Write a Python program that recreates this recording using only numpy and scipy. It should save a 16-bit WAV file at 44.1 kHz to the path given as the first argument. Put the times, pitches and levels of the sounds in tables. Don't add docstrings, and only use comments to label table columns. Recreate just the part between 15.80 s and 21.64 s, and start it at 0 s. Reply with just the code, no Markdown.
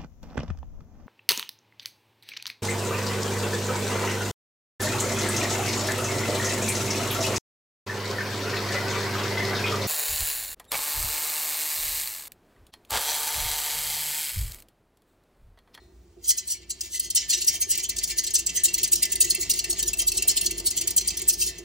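import sys
import numpy as np
from scipy import signal
from scipy.fft import rfft, irfft, next_fast_len
from scipy.io import wavfile
from scipy.ndimage import map_coordinates

SR = 44100
rng = np.random.default_rng(int(sys.argv[2]) if len(sys.argv) > 2 else 0)


def waveform_to_disk(signal):
    frames = np.transpose(np.atleast_2d(signal))
    scaled = np.clip(frames, -1, 1) * 32767
    samples = np.round(scaled).astype(np.int16)
    wavfile.write(sys.argv[1], SR, samples)


N = 257544

# frequency in Hz, decay time (t60) in seconds.
ROOM_DECAY = [(200, 0.3), (2000, 0.74), (6000, 0.18), (15000, 0.13)]
# frequency in Hz, then the value named alongside.
PORT_LIKENESS = [(60, 1), (300, .99), (640, .6), (1200, .95), (2200, .9), (3100, .6), (4500, .52),
                 (5500, .84), (8000, .76), (11000, .99), (13000, .99), (15500, .3)]
PORT_LEAD = [(60, 0), (5000, 0), (6200, -.6), (8000, -1.7), (10000, -2.9), (11000, -3.12), (13600, -3.2),
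             (15400, -4.2)]
PORT_BALANCE = [(100, 0), (220, 0), (350, -3.3), (700, -3.8), (1100, -1.5), (1600, 0)]

# frequency in Hz, relative spectral density in dB.
HISS_SPECTRUM = [(300, 14.5), (700, 6), (1500, 1), (4000, -14), (10000, -22), (16000, -28)]
RUMBLE_SPECTRUM = [(20, -48), (32, -12), (42, -11), (55, 1), (68, -3.5), (95, -7.5), (125, -26), (200, -22),
                   (500, -78)]
SHELL_SPECTRUM = [(30, -19), (70, 1), (120, -2), (150, -3.5), (185, 0.5), (225, -8.5), (290, -3),
                  (315, -10), (345, 2), (390, 2), (430, -9.5), (530, -23.5), (680, -12), (850, -25.5),
                  (1500, -26), (4000, -22.5)]
SCUFF_SPECTRUM = [(350, -22), (650, 1), (900, -3.5), (1200, -3.5), (1600, -7.5), (2500, -26)]
ROLLING_SPECTRUM = [(900, -51), (1550, -32), (1850, 0.5), (2050, 0), (2450, -12), (2800, 4.5), (4500, 9),
                    (7000, -1), (9500, 2), (12000, -14), (15000, -8)]
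TICK_SPECTRUM = [(1500, -55), (4000, -40), (7000, -4.5), (8500, 4), (10000, 7.5), (11500, 2), (13000, 6.5),
                 (14500, -2), (16000, 4)]
CLATTER_SPECTRUM = [(600, -38), (1500, -31), (2300, -19.5), (2800, -8.5), (3600, -9.5), (4400, -1),
                    (5200, -4.5), (5900, 1), (7300, 0.5), (8500, -5.5), (11000, -41), (16000, -42)]

# frequency in Hz, relative level in dB, t60 in seconds.
DRUM_MODES = [(186.5, -7.5, 0.18), (289.6, -10.5, 0.18), (344, 9, 0.26), (370, 10, 0.11), (388.5, 3, 0.15),
              (469.2, -9, 0.44), (682, -11, 0.2)]
MOUNT_MODES = [(446, 6.5, 0.061), (598, 5, 0.077), (674, 4.5, 0.17), (785, 6, 0.039), (917, -3, 0.22),
               (1196, -6, 0.28)]
FRAME_MODES = [(1836, -12, .9), (1960, -6, 0.45), (2261, -15, .5), (2604, -13, 0.8), (3698, -2, 0.5),
               (4140, 0, 0.5), (4339, -10, 0.32), (4544, -8, 0.25), (5491, -8, 0.25)]
PLATE_MODES = [(1771, -11, 0.9), (1831, -6, 0.2), (1965, 0, 0.09), (2013, 3.5, 0.12), (2075, 0, 0.08),
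               (2210, 1, 0.11), (2330, 5, 0.11), (2612, 6, 0.07), (2672, 10, 0.06), (2740, 4, 0.1),
               (3030, 2, 0.12), (3130, 8, 0.08), (3300, 6, 0.11), (3560, 3, .1)]
RACE_MODES = [(3156, -4, 0.07), (4140, -7, 0.1), (4340, 1, .06), (4481, 2, 0.06), (4816, -2, 0.07),
              (4980, -2, 0.1), (5209, -3, 0.12), (5435, -2, 0.11), (5745, 2, 0.07), (5875, 3, 0.07),
              (5996, 1, 0.1), (6403, 1, .13), (6770, 0, .1), (7215, 3, 0.08), (7465, 1, 0.07),
              (8076, 0, 0.08), (8450, -2, 0.06), (9946, -8, 0.06), (15211, -10, .06)]

# time in seconds, mean pitch in Hz, mean level in dB.
STAND_ROCKING = [(0.0, 58.1, -56), (1.2, 56, -60), (1.85, 56.6, -57), (2.2, 52.5, -46.5),
                 (2.4, 52.4, -50.5), (2.75, 54, -55), (3.5, 54, -53), (3.7, 48.7, -51), (3.85, 47.3, -48.5),
                 (4.18, 48, -44.5), (4.3, 48.3, -48), (4.75, 47, -48), (5.0, 50.2, -56), (5.3, 49.96, -47),
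                 (5.84, 54.5, -52)]
# time in seconds, relative levels of drum and of rolling balls in dB.
WHEEL_LEVELS = [(0.0, -61, -105), (0.37, -63, -58), (0.63, -60.5, -49.5), (0.88, -61.5, -54.5),
                (1.54, -54, -35), (2.18, -52.5, -38.5), (2.5, -53, -40), (3.12, -48.5, -37.5),
                (4.02, -48, -38), (4.38, -47, -37), (5.46, -48, -39.5), (5.84, -52, -50)]
# start in seconds, relative level in dB.
PAW_THUMPS = [(0.365, -37.5), (0.792, -46), (1.499, -52), (1.87, -37.5), (3.451, -33), (3.578, -31),
              (3.876, -32), (4.033, -39), (4.172, -36), (4.34, -34), (4.39, -33), (4.569, -35),
              (4.715, -30.5), (5.04, -33), (5.41, -33.5), (5.662, -35), (5.788, -35.5)]
AXLE_JOLTS = [(1.741, -55), (3.575, -54), (3.927, -52), (4.029, -58), (4.22, -50), (4.359, -54),
              (4.454, -52), (4.512, -54), (4.801, -52)]
FRAME_RINGS = [(0.0, -65), (5.68, -50)]
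# start in seconds, relative level in dB, centre pitch in Hz.
PLATE_KNOCKS = [(0.505, -46, 2105), (0.515, -54, 1670), (0.745, -50.5, 2360), (1.141, -48.5, 1953),
                (1.37, -48.5, 1990), (1.372, -40, 2900), (1.52, -46.5, 1915), (1.753, -42, 3000),
                (2.045, -41, 3250), (2.385, -49, 2070), (2.584, -46, 2730), (2.689, -39.5, 2860),
                (2.77, -41.5, 1950), (2.88, -40, 2820), (3.25, -44, 1990), (3.254, -47, 2770),
                (3.319, -48, 2700), (3.355, -47, 2020), (3.408, -43, 2840), (3.44, -45, 2100),
                (3.472, -45, 2775), (3.542, -41.5, 2000), (3.546, -41.5, 2600), (3.621, -45, 2110),
                (3.84, -45, 1910), (3.843, -41, 2610), (4.13, -37.5, 2638), (4.197, -41.5, 2700),
                (4.317, -44, 2750), (4.387, -40.5, 2740), (4.42, -38, 2660), (4.61, -42, 2800),
                (4.7, -48, 2130), (4.706, -42, 2720), (4.908, -49, 2700), (5.009, -45.5, 2700),
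                (5.303, -46.5, 2510), (5.616, -35.5, 2840), (5.681, -52, 1875)]
HUB_PINGS = [(0.506, -34, 4310), (0.717, -30.5, 5970), (1.359, -24, 5980), (1.515, -29, 4350),
             (1.529, -27, 6400), (1.68, -34, 5990), (1.914, -31, 7570), (2.235, -31, 5860),
             (2.382, -30, 5860), (2.551, -23, 5750), (2.663, -23, 7640), (2.764, -25.5, 8460),
             (2.851, -24, 7560), (2.94, -27.5, 5970), (3.039, -32, 7290), (3.125, -29.0, 7040),
             (3.226, -28.5, 4880), (3.321, -31.0, 7270), (3.415, -31.0, 4450), (3.506, -25.5, 4340),
             (3.702, -30, 8090), (3.99, -26, 7900), (4.077, -27.5, 6850), (4.19, -25, 9270),
             (4.281, -31, 4500), (4.489, -24, 7250), (4.575, -30.5, 4330), (4.662, -32.5, 4690),
             (4.972, -26, 7270), (5.175, -24.5, 7270), (5.28, -29, 4730), (5.487, -32, 5740),
             (5.613, -29.5, 5970)]
# peak time in seconds, relative level in dB, swell time in seconds, dullness in dB.
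BEARING_SHOWERS = [(0.451, -31.5, 0.011, 3), (0.498, -13.5, 0.013, -5), (0.505, -16, 0.0014, 3.5),
                   (0.582, -21, 0.0068, -1), (0.678, -27.5, 0.0038, -8), (0.72, -23, 0.023, -1),
                   (0.904, -22, 0.0046, 3), (1.009, -22, 0.0014, 0.5), (1.053, -36, 0.028, -0.5),
                   (1.155, -25.5, 0.023, -0.5), (1.197, -19, 0.0014, -5.5), (1.249, -31, 0.023, 3),
                   (1.303, -20, 0.001, -0.5), (1.35, -19.5, 0.0012, -11), (1.357, -13, 0.0025, -6),
                   (1.37, -16, 0.006, 5.5), (1.404, -33, 0.016, 12), (1.454, -40.5, 0.027, 9),
                   (1.504, -15.5, 0.0085, 2), (1.535, -17, 0.0088, 8.5), (1.578, -26, 0.0095, 6),
                   (1.617, -20, 0.0084, 3.5), (1.646, -26, 0.00087, -2), (1.682, -11.5, 0.007, -4),
                   (1.751, -26, 0.016, -4.5), (1.818, -15.5, 0.0072, -5.5), (1.914, -14, 0.012, -3),
                   (1.954, -26, 0.001, -4), (1.977, -20, 0.0025, -8), (1.997, -26.0, 0.0027, 2),
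                   (2.039, -22, 0.0079, 0.5), (2.094, -17.5, 0.0028, -2), (2.165, -24.0, 0.0018, 1),
                   (2.184, -21, 0.0042, 1), (2.237, -16, 0.0026, -3.5), (2.276, -27, 0.00094, 3),
                   (2.305, -25.5, 0.019, 0.5), (2.386, -15.5, 0.0069, 0), (2.44, -20, 0.003, 0),
                   (2.47, -21.5, 0.0061, 0.5), (2.506, -26.5, 0.0011, 3), (2.54, -16.5, 0.0022, -8),
                   (2.553, -12, 0.0058, -1), (2.591, -22, 0.0083, -0.5), (2.665, -18, 0.0025, 0.5),
                   (2.692, -26, 0.0027, 10), (2.764, -19, 0.01, 4), (2.795, -37, 0.0067, 16),
                   (2.838, -16, 0.0016, -15), (2.851, -11.5, 0.0056, -2.5), (2.882, -26, 0.002, 12),
                   (2.941, -15, 0.0037, -5.5), (2.981, -20.5, 0.0022, -4), (3.015, -30, 0.0014, 8),
                   (3.032, -13.5, 0.0014, -5), (3.041, -16, 0.004, -3), (3.077, -24.5, 0.001, -2.5),
                   (3.122, -14.5, 0.0037, -6), (3.132, -11.5, 0.0025, -5), (3.156, -19, 0.0012, -1),
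                   (3.182, -30, 0.025, 2.5), (3.228, -13.5, 0.0031, -6.5), (3.253, -21, 0.001, -6),
                   (3.307, -35, 0.01, 7), (3.323, -16.5, 0.0035, -5.5), (3.356, -21, 0.0013, -3.5),
                   (3.406, -12.5, 0.0014, -7.5), (3.415, -12.5, 0.006, -5), (3.444, -20, 0.0033, -3),
                   (3.48, -32, 0.042, 4), (3.504, -11.5, 0.0031, -4), (3.549, -21, 0.0011, -11),
                   (3.615, -22.5, 0.012, -3), (3.629, -24, 0.001, 6.5), (3.698, -13, 0.0018, -3),
                   (3.708, -14.5, 0.0052, -5), (3.736, -21, 0.0027, 0), (3.774, -29, 0.021, -1),
                   (3.791, -16, 0.0023, 0.5), (3.842, -22, 0.00094, 1), (3.905, -16.5, 0.0055, -4),
                   (3.928, -23.5, 0.0011, -2), (3.994, -19.5, 0.0062, 0.5), (4.028, -17.5, 0.0015, -4),
                   (4.06, -28.5, 0.0041, 2), (4.081, -18, 0.0064, -4.5), (4.133, -20, 0.00091, -4),
                   (4.171, -32, 0.0015, -5), (4.195, -16, 0.0062, -2.5), (4.218, -22, 0.001, -5),
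                   (4.279, -14, 0.006, -4.5), (4.319, -21, 0.00086, -4), (4.354, -27.5, 0.013, 1),
                   (4.374, -14.5, 0.0035, 1), (4.424, -18, 0.00093, -4), (4.482, -11, 0.003, -7),
                   (4.494, -13.5, 0.0048, 3), (4.511, -20.5, 0.0013, -4), (4.572, -14, 0.0065, -1),
                   (4.612, -19.5, 0.0011, -3.5), (4.643, -26.5, 0.0097, -3), (4.662, -15.5, 0.0026, 2.5),
                   (4.71, -21.5, 0.0014, -5.5), (4.782, -26, 0.0054, -4), (4.798, -25.5, 0.001, -3),
                   (4.868, -14.5, 0.0079, -3), (4.909, -20.5, 0.0035, -4), (4.975, -18, 0.0071, -1),
                   (5.013, -20.5, 0.0021, -2), (5.075, -16.5, 0.0017, -3.5), (5.107, -21.5, 0.0012, -2),
                   (5.166, -15, 0.0018, -9.5), (5.178, -11.5, 0.003, -3.5), (5.209, -23, 0.0015, 3),
                   (5.276, -18.5, 0.0021, -11), (5.285, -20.5, 0.0032, 2), (5.304, -23.5, 0.0015, 6),
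                   (5.372, -20.5, 0.0024, -3), (5.392, -29, 0.00077, -8), (5.418, -26, 0.001, -8),
                   (5.486, -13.5, 0.004, -13.5), (5.497, -12, 0.0052, -0.5), (5.534, -22, 0.0063, -4.5),
                   (5.622, -17.5, 0.019, -3), (5.677, -22, 0.02, -2.5), (5.784, -32.5, 0.0022, -3)]

TOP_HZ, RACE_LOWEST_HZ = 15800, 1510
FADE_S, FADE_PER_SWELL = 0.0048, 0.38
DULL_SHARE = 0.55


def amp(db):
    return 10 ** (np.asarray(db) / 20)


def unit(x):
    return x / np.sqrt(np.mean(x ** 2) + 1e-20)


def along(points, hz):
    freqs, values = np.transpose(points)
    return np.interp(np.log(hz + 1), np.log(freqs + 1), values)


def curves(rows):
    times, *columns = np.transpose(rows)
    return [np.interp(np.arange(N) / SR, times, column) for column in columns]


def wobble(rate):
    return map_coordinates(rng.standard_normal(int(N * rate / SR) + 4), [np.arange(N) * rate / SR])


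def filtered(x, response):
    size = x.shape[-1]
    padded = next_fast_len(size + 8192)
    return irfft(rfft(x, padded) * response(np.fft.rfftfreq(padded, 1 / SR)), padded)[..., :size]


def coloured(x, spectrum):
    return filtered(x, lambda hz: unit(amp(along(spectrum, hz))))


def noise(spectrum):
    return unit(coloured(rng.standard_normal((2, N)), spectrum))


def through(x, response):
    response = response / np.linalg.norm(response, axis=1, keepdims=True)
    return signal.fftconvolve(np.atleast_2d(x), response, axes=1)[:, :N]


def ring(modes, size, scatter_db=0, weights=1):
    hz, db, t60 = np.transpose(modes)[:, :, None]
    t = np.arange(size) / SR
    tones = amp(db - 60 * t / t60) * np.exp(2j * np.pi * hz * t)
    shape = (2, len(modes))
    strengths = weights * amp(scatter_db * rng.standard_normal(shape))
    phases = np.exp(2j * np.pi * rng.random(shape))
    return np.real((strengths * phases) @ tones)


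def add(out, start, sound):
    part = out[:, max(0, round(start * SR)):][:, :sound.shape[1]]
    part += sound[:, :part.shape[1]]


def blows(hits, attack_s):
    out = np.zeros((2, N))
    for start, db, ringing in hits:
        hit = ringing * (1 - np.exp(-np.arange(ringing.shape[1]) / SR / attack_s))
        add(out, start, amp(db) * hit / hit[:, :SR // 50].std())
    return out


def clicks(size, rate, spread_db):
    impulses = (rng.random(size) < rate / SR) * rng.choice([-1, 1], size)
    return unit(impulses * amp(spread_db * np.clip(rng.standard_normal(size), -2, 2)))


def room(x):
    hz, t, spectra = signal.stft(rng.standard_normal((2, SR // 2)), SR, nperseg=256)
    decay = amp(-60 * t / along(ROOM_DECAY, hz)[:, None])
    build_up = 1 - np.exp(-t / 0.036)
    return through(x, signal.istft(spectra * decay * build_up, SR, nperseg=256)[1])


def microphone_ports(pair):
    def blend(hz):
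        angle = np.arccos(np.clip(along(PORT_LIKENESS, hz), 0, 1)) / 2
        return np.array([np.cos(angle), np.sin(angle)])

    def balance_and_phase(hz):
        side = np.array([[0.5], [-0.5]])
        return amp(side * along(PORT_BALANCE, hz)) * np.exp(1j * side * along(PORT_LEAD, hz))

    common, apart = filtered(pair, blend)
    return filtered(np.array([common + apart, common - apart]), balance_and_phase)


def stand():
    hz, db = curves(STAND_ROCKING)
    level = amp(db + 2.2 * wobble(11))
    phase = 2 * np.pi * np.cumsum(hz + 3 * wobble(11)) / SR
    return level * np.sqrt(2) * np.sin(phase)


def turning_wheel():
    drum_db, rolling_db = curves(WHEEL_LEVELS)
    rumble = amp(-53.5 + 0.49 * (drum_db - drum_db.mean())) * noise(RUMBLE_SPECTRUM)
    shell = amp(drum_db - 0.5 + 1.3 * wobble(25)) * noise(SHELL_SPECTRUM)
    footfalls = clicks(N, rate=70, spread_db=1.5)
    patter = amp(drum_db - 3.5) * through(footfalls, ring(DRUM_MODES, SR // 2))
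    roll_level = amp(rolling_db + 5.6 * wobble(35))
    scuff = amp(drum_db - 16.5 + wobble(15)) * noise(SCUFF_SPECTRUM)
    axle_taps = clicks(N, rate=200, spread_db=2.5)
    axle = amp(drum_db - 15.5) * through(axle_taps, ring(MOUNT_MODES, SR // 4, scatter_db=0.5))
    return rumble + shell + patter + scuff + axle + rolling_balls(roll_level)


def rolling_balls(level):
    contacts = clicks(N, rate=650, spread_db=3)
    grit = ball_contacts(contacts, crack_t60=0.0045, tinkle_t60=0.016, tinkle_db=-13.5)
    out = amp(-9) * level * unit(coloured(grit, ROLLING_SPECTRUM))
    for modes, db in (RACE_MODES, -9), (PLATE_MODES, -13.5):
        force = level * clicks(N, rate=600, spread_db=1.5)
        out += amp(db) * through(force, ring(modes, SR // 2, scatter_db=4))
    return out


def wire_frame():
    hits = [(start, db, ring(FRAME_MODES, SR, scatter_db=4)) for start, db in FRAME_RINGS]
    return blows(hits, attack_s=0.00078)


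def axle_jolts():
    hits = [(start, db, ring(MOUNT_MODES, SR // 4, scatter_db=2.5)) for start, db in AXLE_JOLTS]
    return blows(hits, attack_s=0.00045)


def paws():
    hits = [(start, db, ring(DRUM_MODES, SR // 2, scatter_db=1)) for start, db in PAW_THUMPS]
    return amp(-11) * blows(hits, attack_s=0.006)


def hub_plate(reach=0.096):
    mode_hz = np.transpose(PLATE_MODES)[0]
    hits = []
    for start, db, hz in PLATE_KNOCKS:
        nearness = np.exp(-(np.log(mode_hz / hz) / reach) ** 2)
        hits.append((start, db, ring(PLATE_MODES, SR, scatter_db=5.5, weights=nearness)))
    return amp(2) * blows(hits, attack_s=0.005)


def hub_pings(spread=0.022, t60=0.042):
    hits = []
    for start, db, hz in HUB_PINGS:
        cluster = [(hz * (1 + detune), 0, t60) for detune in (-spread, 0, spread)]
        hits.append((start, db, ring(cluster, SR // 5)))
    return amp(-1.5) * blows(hits, attack_s=0.009)


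def hub_hollow(force, t60=0.012):
    modes = [(hz, 0, t60) for hz in rng.uniform(2600, 9000, 4)]
    return amp(-3) * through(force, ring(modes, SR // 16))


def ball_contacts(force, crack_t60, tinkle_t60, tinkle_db):
    t = np.arange(SR // 16) / SR
    crack = rng.standard_normal((2, len(t))) * amp(-60 * t / crack_t60)
    modes = [(hz, 0, tinkle_t60) for hz in rng.uniform(2500, TOP_HZ, 26)]
    tinkle = ring(modes, len(t), scatter_db=1)
    return through(force, crack) + amp(tinkle_db) * through(force, tinkle)


def showers(resonator, dull_share, max_lag_s=0, brief_s=0.0015):
    out = np.zeros((2, N))
    t = np.arange(-SR // 12, SR // 10) / SR
    for peak, db, swell, dull_db in BEARING_SHOWERS:
        early = np.minimum(-t / max(swell, 0.0005), 20)
        onset = early + 0.1 * np.maximum(early, 0) ** 2
        envelope = 2 / (np.exp(onset) + np.exp(t / (FADE_S + FADE_PER_SWELL * swell)))
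        contacts = unit(envelope * clicks(len(t), rate=5500, spread_db=4))
        contacts *= np.sqrt(np.mean(envelope ** 2))
        first_hit = 0.6 * np.linalg.norm(envelope) * np.exp(-(swell / brief_s) ** 2)
        contacts[np.searchsorted(t, -swell)] += first_hit
        start = peak + t[0] + max_lag_s * np.tanh(swell / FADE_S)
        add(out, start, resonator(amp(db + dull_share * dull_db) * contacts))
    return out


def bearing(max_lag_s=0.0039):
    def bright(force):
        return ball_contacts(force, crack_t60=0.008, tinkle_t60=0.013, tinkle_db=-11.5)

    def dull(force):
        return ball_contacts(force, crack_t60=0.012, tinkle_t60=0.06, tinkle_db=-2) + hub_hollow(force)

    def ringing(force):
        return through(force, ring(RACE_MODES, SR // 3, scatter_db=6.5))

    ticks = coloured(showers(bright, DULL_SHARE - 1), TICK_SPECTRUM)
    clatter = coloured(showers(dull, DULL_SHARE, max_lag_s), CLATTER_SPECTRUM)
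    race = showers(ringing, DULL_SHARE, max_lag_s)
    race = filtered(race, lambda hz: hz ** 4 / (hz ** 4 + RACE_LOWEST_HZ ** 4))
    return amp(-3) * ticks + amp(-12.5) * clatter + amp(-12) * race


def scene():
    metal = bearing() + hub_pings() + hub_plate() + wire_frame()
    hiss = amp(-68) * noise(HISS_SPECTRUM)
    at_microphone = metal + amp(-14) * room(metal) + paws() + axle_jolts() + turning_wheel() + hiss
    return microphone_ports(at_microphone) + stand()


def record(dry):
    return filtered(dry, lambda hz: hz ** 6 / (hz ** 6 + 33 ** 6) / (1 + (hz / TOP_HZ) ** 200))


dry = scene()
out = record(dry)
waveform_to_disk(out)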